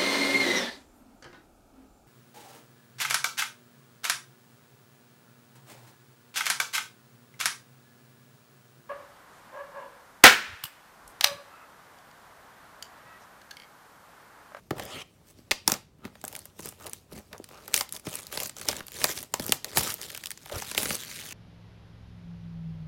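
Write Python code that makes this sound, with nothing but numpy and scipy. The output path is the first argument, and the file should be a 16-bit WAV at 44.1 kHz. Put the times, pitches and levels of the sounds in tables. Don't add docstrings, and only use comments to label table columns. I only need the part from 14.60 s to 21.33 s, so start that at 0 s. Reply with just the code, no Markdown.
import sys
import numpy as np
from scipy import signal
from scipy.fft import rfft, irfft
from scipy.io import wavfile
from scipy.ndimage import uniform_filter1d, map_coordinates

SR = 44100
rng = np.random.default_rng(int(sys.argv[2]) if len(sys.argv) > 2 else 0)


def materialize(psi):
    bounded = np.clip(np.atleast_2d(psi).T, -1, 1)
    quanta = np.round(bounded * 32767).astype(np.int16)
    wavfile.write(sys.argv[1], SR, quanta)


N = 296793
TIME = np.arange(N) / SR

# (time [s], level over 4 ms [dB], brightness [dB], send into the cardboard [dB], facet pitch [Hz])
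CREASE_SNAPS = [(0.107, -36, -15, 9, 1500), (0.1819, -46, 7, 7, 8900), (0.1964, -32, -8, -8, 1860),
                (0.2348, -45, 15, -6, 12200), (0.223, -43, -3, -6, 3250), (0.253, -41, 19, -28, 14000),
                (0.9101, -21.5, -7.5, -6.5, 3750), (0.914, -15, -14, -9, 2120),
                (1.0772, -11.5, 3.5, -14, 5400), (1.098, -29, 0, -2, 7340), (1.1185, -17, 3, -11.5, 5850),
                (1.139, -29, -4.5, -12, 5710), (1.4513, -44.5, -15, 8, 1610), (1.5535, -55.5, -7, 9, 1580),
                (1.614, -47, -4, -20, 8000), (1.64, -36, 4, -1, 14400), (1.6507, -33.5, 11, -34, 7900),
                (1.6795, -32.5, 0.5, -27, 10900), (1.7274, -40.5, 3, -4, 14410),
                (1.7519, -34, 2, -21, 2400), (1.763, -35, -1, -12, 10400), (1.7908, -38.5, 5, -29, 9400),
                (1.855, -40, 4.5, -10.5, 11800), (1.9924, -47.5, 5, 6.5, 1410),
                (2.0049, -44, 15, -15, 8360), (2.0485, -43, 14, -12, 7760), (2.0578, -34, 19, -9, 14300),
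                (2.0888, -35, 14, -30, 10500), (2.123, -51.5, -3, 4.5, 9000), (2.2664, -35, -7, -32, 10000),
                (2.2956, -40, 10, -23, 10000), (2.3329, -31, 9.5, -17, 8400),
                (2.5889, -49, 13, -9.5, 12300), (2.7292, -39.5, -6, -4, 1720), (2.78, -46.5, 5, -30, 5650),
                (2.8417, -41, -5, -32, 9150), (2.889, -47.5, 7, -3, 3360), (3.079, -36.5, 4, -4.5, 12300),
                (3.1412, -12.5, 6, -18, 2530), (3.163, -21.5, 4, -22, 5900), (3.1764, -23, 9, -32, 9200),
                (3.2089, -22.5, -2, -4, 4860), (3.2914, -41.5, 4, -27, 3700), (3.324, -29, 0, -26, 10900),
                (3.3512, -40, 0, -31, 5040), (3.3639, -35, 3, -28, 3570), (3.3964, -45, -3, -17, 9860),
                (3.4689, -35.5, -14, -4, 1390), (3.5544, -28, 18, -33, 8800), (3.6683, -37.5, 9, -27, 4230),
                (3.7254, -34.5, 4, -4.5, 1430), (3.7737, -27.5, -2, -2, 4420),
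                (3.8018, -27, -5, -10.5, 11800), (3.8333, -28.5, 6, -14, 13600),
                (3.8575, -41, 15, -24, 14490), (3.8724, -36, 21, -28, 13240),
                (3.8948, -34.5, -7, -12, 8300), (3.9662, -39, -5, -7.5, 6300),
                (3.9841, -40, -0.5, -11, 6140), (4.0135, -34.5, -6, -8, 10200),
                (4.0543, -41, 10, -17, 4280), (4.0859, -17.5, -2, -12.5, 5430),
                (4.1287, -34.5, 1, -1, 1630), (4.166, -34.5, -7, -18, 7400), (4.2052, -44, -14, 10.5, 1420),
                (4.2673, -40, 5, -17, 12810), (4.2823, -39.5, 4, -9.5, 3284), (4.3189, -40, 1, -10, 14320),
                (4.4152, -33, -13, -4, 1998), (4.4417, -14, 6.5, -6.5, 4480), (4.452, -30.5, -1, 1, 6340),
                (4.5756, -34.5, -19, -5, 4930), (4.589, -35.5, -11, -18, 10300),
                (4.6284, -34.5, 14, -9.5, 14000), (4.7391, -21, -4, -8, 7100),
                (4.7966, -30.5, -1, -2, 4940), (4.8395, -39, 8.5, -14, 12140),
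                (4.8644, -29.5, 18, -14, 12200), (4.881, -33, 14, -21, 14490), (4.8934, -30, -2, -16, 5430),
                (4.9215, -12.5, 2.5, -9.5, 2980), (5.0445, -27.5, 2, -11.5, 4200),
                (5.1719, -15.5, 5, -12.5, 1770), (5.1817, -20, 11, -16, 14000),
                (5.1854, -24, 23, -28, 10900), (5.2093, -36, 10, -19, 10400), (5.2336, -27, 22, -30, 10700),
                (5.302, -29.5, -11, -30, 10660), (5.3411, -27.5, 14, -18, 14490),
                (5.4146, -33.5, 11, -16, 5190), (5.43, -37.5, -1, -13, 3090), (5.5023, -37, 0, -17, 1820),
                (5.5478, -33, -2, -12, 2730), (5.5753, -33.5, 8, -12, 2750), (5.6375, -34, -2, -22, 1870),
                (5.658, -29.5, 4, -40, 2980), (5.6698, -34.5, 4, -16, 3100),
                (5.7056, -31.5, 6.5, -40, 1930), (5.7149, -32.5, -7, -35, 9700),
                (5.7748, -42.5, -7, -17, 7100), (5.8584, -44.5, 1.5, 3.5, 14050),
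                (5.8958, -50.5, -5, 12, 1550), (6.0212, -34, -3, 1, 6360), (6.114, -30, -13, -5, 10000),
                (6.148, -30.5, -2, -4.5, 3620), (6.1778, -17, -3.5, -17, 2600),
                (6.1846, -29, 15, -22, 11300), (6.2307, -25.5, 4, -7, 10200),
                (6.2552, -28.5, -17, -2, 10050), (6.3057, -28, -4, 0.5, 2280), (6.3521, -27, -3, -24, 9300)]
# (start [s], length [s], crinkling [dB], its brightness [dB],
# rubbing on the lid [dB], jostling of the box [dB], swell from start to end [dB])
FINGER_PULLS = [(0.17, .1, -74, 0, -43, -49, -5), (0.347, .03, -72, 0, -54, -47.5, 5),
                (0.672, .033, -60.5, 1, -94, -85, 5), (0.782, .025, -62.5, -8, -79, -65, -4.5),
                (1.084, .07, -46, -9, -41, -46, -2), (1.398, .03, -96, 2, -63.5, -61, -6),
                (1.452, .022, -59.5, -15, -44.5, -47, -3.5), (1.654, .11, -61, 12, -53.5, -67, 5),
                (1.99, .1, -50, 2.5, -51.5, -51.5, 3.5), (2.199, .08, -53, 1, -47, -59, 6),
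                (2.527, .065, -52, -1, -50, -49, -0.5), (2.733, 0.023, -66, -3, -49, -58, -2.5),
                (2.911, .2, -59, -5, -52, -76, 0.5), (3.149, .057, -34, 3, -42.5, -52.5, -1.5),
                (3.336, .035, -46, 6, -53, -57, -3), (3.468, .025, -44, 0, -45, -55, -3),
                (3.526, .07, -43, -2, -46.5, -57, -0.5), (3.731, .135, -42, 0, -46.5, -56, 2),
                (3.974, .08, -50, -1, -50, -55, 3), (4.088, .025, -37, -3, -39, -41.5, -3.5),
                (4.14, .05, -46, -2, -43.5, -52.5, -4), (4.338, .115, -41, -0.5, -46, -52.5, 14.5),
                (4.484, .03, -36.5, 2.5, -37.5, -51, 0.5), (4.565, .07, -43.5, 2, -50, -51, -7.5),
                (4.74, .02, -52, 0, -59, -55, -5), (4.797, .15, -46, 4, -47, -49.5, -3.5),
                (5.046, 0.087, -50.5, -4, -50.5, -59, 1.5), (5.176, .04, -30, 1, -38, -36, -8),
                (5.227, .095, -35.5, -2, -41, -52, -5), (5.398, .06, -47.5, -3, -52.5, -65, -8),
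                (5.922, .065, -42.5, -1, -38, -62, 1), (6.177, .173, -37, 4.5, -40, -47, 0)]
# (time [s], level [dB])
LOOSE_RUSTLE = [(0, -71.5), (1.0, -71), (1.33, -88), (1.55, -68), (1.82, -58), (1.93, -69), (2.33, -57),
                (2.46, -72), (3.08, -61), (3.42, -76), (3.63, -53), (3.94, -66), (4.32, -58), (4.7, -66.5),
                (5.0, -66), (5.5, -47), (5.78, -63.5), (5.98, -44), (6.73, -44)]
# (frequency [Hz], gain [dB])
FILM_EQ = [(300, -39), (900, -8.5), (1500, -3), (2000, -1.5), (2800, -0.5), (4000, 0), (5700, 1), (7500, 1),
           (9500, 1), (13000, -1), (16000, -4.5)]
# (frequency [Hz], gain [dB])
CARDBOARD_EQ = [(120, -14.5), (300, -10), (480, -7), (750, -4.5), (1000, -6), (1500, -6.5), (2500, -12),
                (6000, -27)]
# (time [s], level [dB], pitch of the resonances [ratio])
BLADE_STROKE = [(0.142, -77, 1.17), (.165, -53.5, 1.03), (0.212, -48, 0.93), (0.271, -45.5, 0.94),
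                (0.359, -38.5, .97), (0.421, -42, 0.98), (0.433, -77, 0.81)]
# (frequency [Hz], width [Hz], gain [dB])
BLADE_RESONANCES = [(575, 310, -1), (1380, 100, -1), (1970, 450, -6), (3380, 640, -3), (5500, 720, -12),
                    (6450, 650, -10), (8100, 4200, -16)]
# (time [s], relative level [dB], centre [Hz])
PANEL_KNOCKS = [(0.1086, -18, 323), (0.111, -22, 136), (0.1297, -29, 460), (0.193, -37, 296),
                (0.2, -29.5, 690), (0.789, -44, 278), (0.9137, -30, 270), (1.0786, -20, 280),
                (1.078, -18.5, 930), (1.121, -27, 248), (1.4509, -28.5, 234), (1.462, -42.5, 158),
                (1.638, -33.5, 270), (1.639, -30.5, 720), (1.993, -33.5, 313), (2.054, -34.5, 322),
                (2.523, -35, 322), (2.561, -37, 188), (2.798, -31.5, 344), (3.4678, -26.5, 305),
                (3.474, -27, 126), (4.085, -31, 310), (4.0865, -24, 825), (4.442, -28, 575),
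                (4.7393, -22.5, 986), (4.796, -28, 268), (4.8, -29, 127), (4.8919, -22, 246),
                (5.169, -23.5, 276), (5.1725, -17, 795), (5.175, -17, 136), (5.186, -31, 200),
                (5.935, -30, 71.6), (5.959, -25.5, 74), (6.179, -24.5, 437), (6.305, -27.5, 202)]
# (frequency [Hz], gain [dB])
RUB_EQ = [(120, -41), (300, -1), (430, 2.5), (570, 1.5), (800, -3.5), (1000, -4.5), (1250, -3),
          (1700, -11.5), (3000, -15.5), (6000, -31)]
# (frequency [Hz], gain [dB])
JOSTLE_EQ = [(30, -28), (70, -1.5), (130, -0.5), (250, -2.5), (400, -10.5), (800, -40.5), (2500, -34.5)]
# (frequency [Hz], t60 [s], gain [dB])
HOLLOW_MODES = [(251, .22, -7.5), (302.5, 0.72, -10), (600, 0.11, -13), (834, 0.1, -16), (990, 0.079, -18),
                (1758, 0.083, -7)]
# (frequency [Hz], t60 [s])
ROOM_DECAY = [(150, 0.38), (600, 0.23), (2500, 0.32), (6000, 0.3), (14000, 0.079)]
# (frequency [Hz], gain [dB])
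ROOM_EQ = [(60, -12.5), (150, 3.5), (280, -3.5), (700, 1.5), (2000, -2), (5500, -1), (10000, -3.5),
           (16000, 10.5)]
# (frequency [Hz], gain [dB])
HISS_EQ = [(20, -26), (45, -7), (90, 0), (150, -3), (300, -10), (700, -19), (1500, -28), (4000, -33),
           (9000, -37), (16000, -42)]

TOP_HZ = 16100


def snaps(creases, facet_db=-4, facet_width_hz=700):
    out = np.zeros((2, N))
    for start, db, bright_db, card_db, facet_hz in creases:
        slowness = undb(0.096 * (db + 24.0) - 0.34 * bright_db)
        flip = ring(rise_s=0.000047 * slowness, decay_s=0.002 * slowness)
        all_round = flatten(flip)
        pitched = unit(flip) + undb(facet_db) * unit(resonate(all_round, facet_hz, facet_width_hz))
        tap = colour(ring(rise_s=.0001, decay_s=0.0028), CARDBOARD_EQ)
        lid = burst(bend(tap, lag_s=0.001998), db + card_db)
        for path, shape in zip(out, (pitched, all_round)):
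            crack = bend(brighten(colour(shape, FILM_EQ), bright_db), lag_s=0.000894)
            add(path, start, burst(crack, db) + lid)
    return out


def lesser_creases(crinkle_db, count=60, pitch_range_hz=(1840, 12900), card_db=-16.5):
    work = np.cumsum(np.interp(crinkle_db, [-66, -52], [0, 1]))
    at = np.searchsorted(work, work[-1] * (np.arange(count) + rng.random(count)) / count)
    size, tautness = rng.standard_normal((count, 2)).T
    db = crinkle_db[at] + 3 + 2 * size
    bright_db = 1 + 8 * tautness
    facet_hz = np.exp(rng.uniform(*np.log(pitch_range_hz), count))
    return np.column_stack([TIME[at], db, bright_db, np.full(count, card_db), facet_hz])


def crinkling(db, bright_db, partials=5, cluster_db=2, cluster_hz=70, tick_decay_s=.0008):
    rate = 620 * undb(np.clip(0.51 * (db + 46), -8, 10))
    clusters = np.interp(TIME * cluster_hz, np.arange(N), rng.standard_normal(N))
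    sizes = crackle(rate * undb(cluster_db * clusters), spread_db=2.5) / np.sqrt(rate)
    power = signal.lfilter([1], [1, -np.exp(-1 / (tick_decay_s * SR))], sizes ** 2)
    sizzle = np.sqrt(power) * rng.standard_normal(N)
    at = np.flatnonzero(sizes)
    age = np.arange(SR // 200) / SR
    pitches = 1300 * (TOP_HZ / 1300) ** (rng.random((len(at), partials)) ** 0.617)
    pings = sum(np.sin(2 * np.pi * hz[:, None] * age) for hz in pitches.T) * np.exp(-age / tick_decay_s)
    positions = at[:, None] + np.arange(len(age))
    ticks = np.bincount(positions.ravel(), (sizes[at, None] * pings).ravel(), N)[:N]
    crease_share = np.interp(db, [-66, -53], [.15, .97])
    creasing = np.sqrt(crease_share) * unit(unit(ticks) + unit(sizzle))
    sliding = np.sqrt(1 - crease_share) * rng.standard_normal(N)
    film = bend(colour(creasing + sliding, FILM_EQ), lag_s=0.000806)
    film = unit(shimmer(film, depth_db=2.7))
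    return brighten(film, bright_db - 0.5) * undb(db + 1.2)


def slitting(rough_db=2):
    times, db, pitch_ratio = np.transpose(BLADE_STROKE)
    grip = undb(rough_db * unit(uniform_filter1d(rng.standard_normal(N), size=150)))
    friction = grip * rng.standard_normal(N)
    scrape = sum((-1) ** k * undb(mode_db) * resonate(friction, hz, width)
                 for k, (hz, width, mode_db) in enumerate(BLADE_RESONANCES))
    playhead = np.cumsum(np.interp(TIME, times, pitch_ratio))
    drifting = map_coordinates(shimmer(scrape, depth_db=4.0), [playhead], order=3)
    return unit(drifting) * np.interp(TIME, times, undb(db), left=0, right=0)


def knocks(size=4096, trim_db=-4.0):
    out = np.zeros(N)
    for start, db, centre_hz in PANEL_KNOCKS:
        push = signal.unit_impulse(size) + .035 * ring(rise_s=.002, decay_s=.007, size=size)
        octaves = np.log2(np.maximum(bins(push), 1) / centre_hz)
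        width_octaves = min(1, 330 / centre_hz)
        panel = irfft(rfft(push) / (1 + (octaves / width_octaves) ** 2) ** 2)
        knock = bend(panel, lag_s=0.002872) * np.linspace(1, 0, size)
        add(out, start, burst(knock, db + trim_db))
    return out


def rubbing(db):
    slips = crackle(1500, spread_db=3.5) * rng.standard_normal(N)
    rub = bend(colour(slips, RUB_EQ), lag_s=0.001704)
    return unit(shimmer(rub, depth_db=3.5)) * undb(db - 1.5)


def jostling(db):
    nudges = crackle(900, spread_db=2.0) * rng.standard_normal(N)
    return unit(bend(colour(nudges, JOSTLE_EQ), lag_s=0.00297)) * undb(db + 0.5)


def hollow(x):
    return sum(undb(db) * resonate(x, hz, np.log(1000) / (np.pi * t60)) for hz, t60, db in HOLLOW_MODES)


def room(x, tail_db=-12, build_s=0.0029):
    t = np.arange(SR // 2) / SR
    noise, response = rfft(rng.standard_normal(len(t))), np.zeros(len(t))
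    octave = np.log2(np.clip(bins(t), 125, 16000) / 125)
    for k in range(8):
        band = irfft(noise * np.maximum(1 - abs(octave - k), 0), len(t))
        t60 = along(ROOM_DECAY, 125 * 2 ** k)
        response += band * np.exp(-np.log(1000) * t / t60)
    build_up = 1 - np.exp(-(t / build_s) ** 2)
    response = colour(response * build_up, ROOM_EQ)
    return signal.fftconvolve(x, response * undb(tail_db) / np.sqrt(np.sum(response ** 2)))[:N]


def room_hiss(db=-60.5):
    return unit(colour(rng.standard_normal(N), HISS_EQ)) * undb(db)


def hands(attack_s=.012, release_s=.016, slack_bright_db=-3):
    t = TIME[::32]
    rustle_db = np.interp(t, *np.transpose(LOOSE_RUSTLE))
    hold_db = 0.53 * (rustle_db + 60.5)
    power = undb([rustle_db, hold_db - 64, hold_db - 65.5]) ** 2
    weighted_bright = power[0] * slack_bright_db
    for start, length, db, bright_db, rub_db, jostle_db, swell_db in FINGER_PULLS:
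        edges = np.maximum(start - t, 0) / attack_s + np.maximum(t - start - length, 0) / release_s
        progress = np.clip((t - start) / length, 0, 1)
        effort = np.exp(-edges) * undb(swell_db * (progress - .5))
        pull = np.outer(undb([db, rub_db, jostle_db]), effort) ** 2
        power += pull
        weighted_bright += pull[0] * bright_db
    crinkle, rub, jostle = 10 * np.log10(power)
    return [np.interp(TIME, t, curve) for curve in (crinkle, weighted_bright / power[0], rub, jostle)]


def ring(rise_s, decay_s, size=2048):
    t = np.arange(size) / SR
    return rng.standard_normal(size) * (1 - np.exp(-t / rise_s)) * np.exp(-t / decay_s)


def crackle(per_second, spread_db):
    slips = rng.random(N) < per_second / SR
    sizes = undb(spread_db * np.minimum(rng.exponential(size=N), 4))
    return slips * sizes


def bend(x, lag_s):
    hz, reference_hz = bins(x), 1000
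    cycles = lag_s * (2 * np.sqrt(hz * reference_hz) - hz * np.sqrt(reference_hz / TOP_HZ))
    return irfft(rfft(x) * np.exp(-2j * np.pi * cycles), len(x))


def brighten(x, bright_db, split_hz=6000):
    low = signal.sosfiltfilt(signal.butter(2, split_hz, fs=SR, output="sos"), x, padtype=None)
    top_gain = undb(bright_db)
    return (low + top_gain * (x - low)) * np.sqrt(2 / (1 + top_gain ** 2))


def shimmer(x, depth_db, step_s=.035, step_hz=650, size=512):
    hz, times, spectra = signal.stft(x, SR, nperseg=size)
    patches = rng.standard_normal((128, 1024))
    grid = np.meshgrid(hz / step_hz, times / step_s, indexing="ij")
    drift = map_coordinates(patches, grid, order=3, mode="mirror")
    return signal.istft(spectra * undb(depth_db * drift), SR, nperseg=size)[1][:N]


def flatten(x):
    spectrum = rfft(x)
    contour = np.sqrt(uniform_filter1d(abs(spectrum) ** 2, size=5) + 1e-12)
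    return irfft(spectrum / contour, len(x)) * np.linspace(1, 0, len(x)) ** 4


def resonate(x, hz, width_hz):
    return signal.lfilter(*signal.iirpeak(hz, hz / width_hz, fs=SR), x)


def colour(x, eq, size=2048):
    cepstrum = irfft(np.log(undb(along(eq, bins(np.zeros(size))))))
    cepstrum[1:size // 2] *= 2
    cepstrum[size // 2 + 1:] = 0
    return signal.fftconvolve(x, irfft(np.exp(rfft(cepstrum))))[:len(x)]


def along(points, hz):
    point_hz, value = np.transpose(points)
    return np.interp(np.log(np.maximum(hz, 1)), np.log(point_hz), value)


def bins(x):
    return np.arange(len(x) // 2 + 1) * SR / len(x)


def undb(db):
    return 10 ** (np.asarray(db) / 20)


def unit(x):
    return x / np.sqrt(np.mean(x ** 2))


def burst(x, db, window_s=.004):
    return x * undb(db) * np.sqrt(window_s * SR / np.sum(x ** 2))


def add(out, start_s, x):
    i = int(np.clip(start_s * SR, 0, N - 1))
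    out[i:i + len(x)] += x[:N - i]


def scene():
    crinkle_db, bright_db, rub_db, jostle_db = hands()
    hiss = room_hiss()
    box = jostling(jostle_db) + knocks()
    cracks = snaps(CREASE_SNAPS) + snaps(lesser_creases(crinkle_db))
    film = slitting() + rubbing(rub_db) + crinkling(crinkle_db, bright_db)
    direct, spread = cracks + film
    return (direct + box + hollow(spread + 0.41 * box) + room(spread + box) + hiss)[None]


def record(dry):
    rounded = np.tanh(dry)
    return signal.sosfilt(signal.ellip(10, .2, 70, TOP_HZ, fs=SR, output="sos"), rounded)


dry = scene()
out = record(dry)
materialize(out)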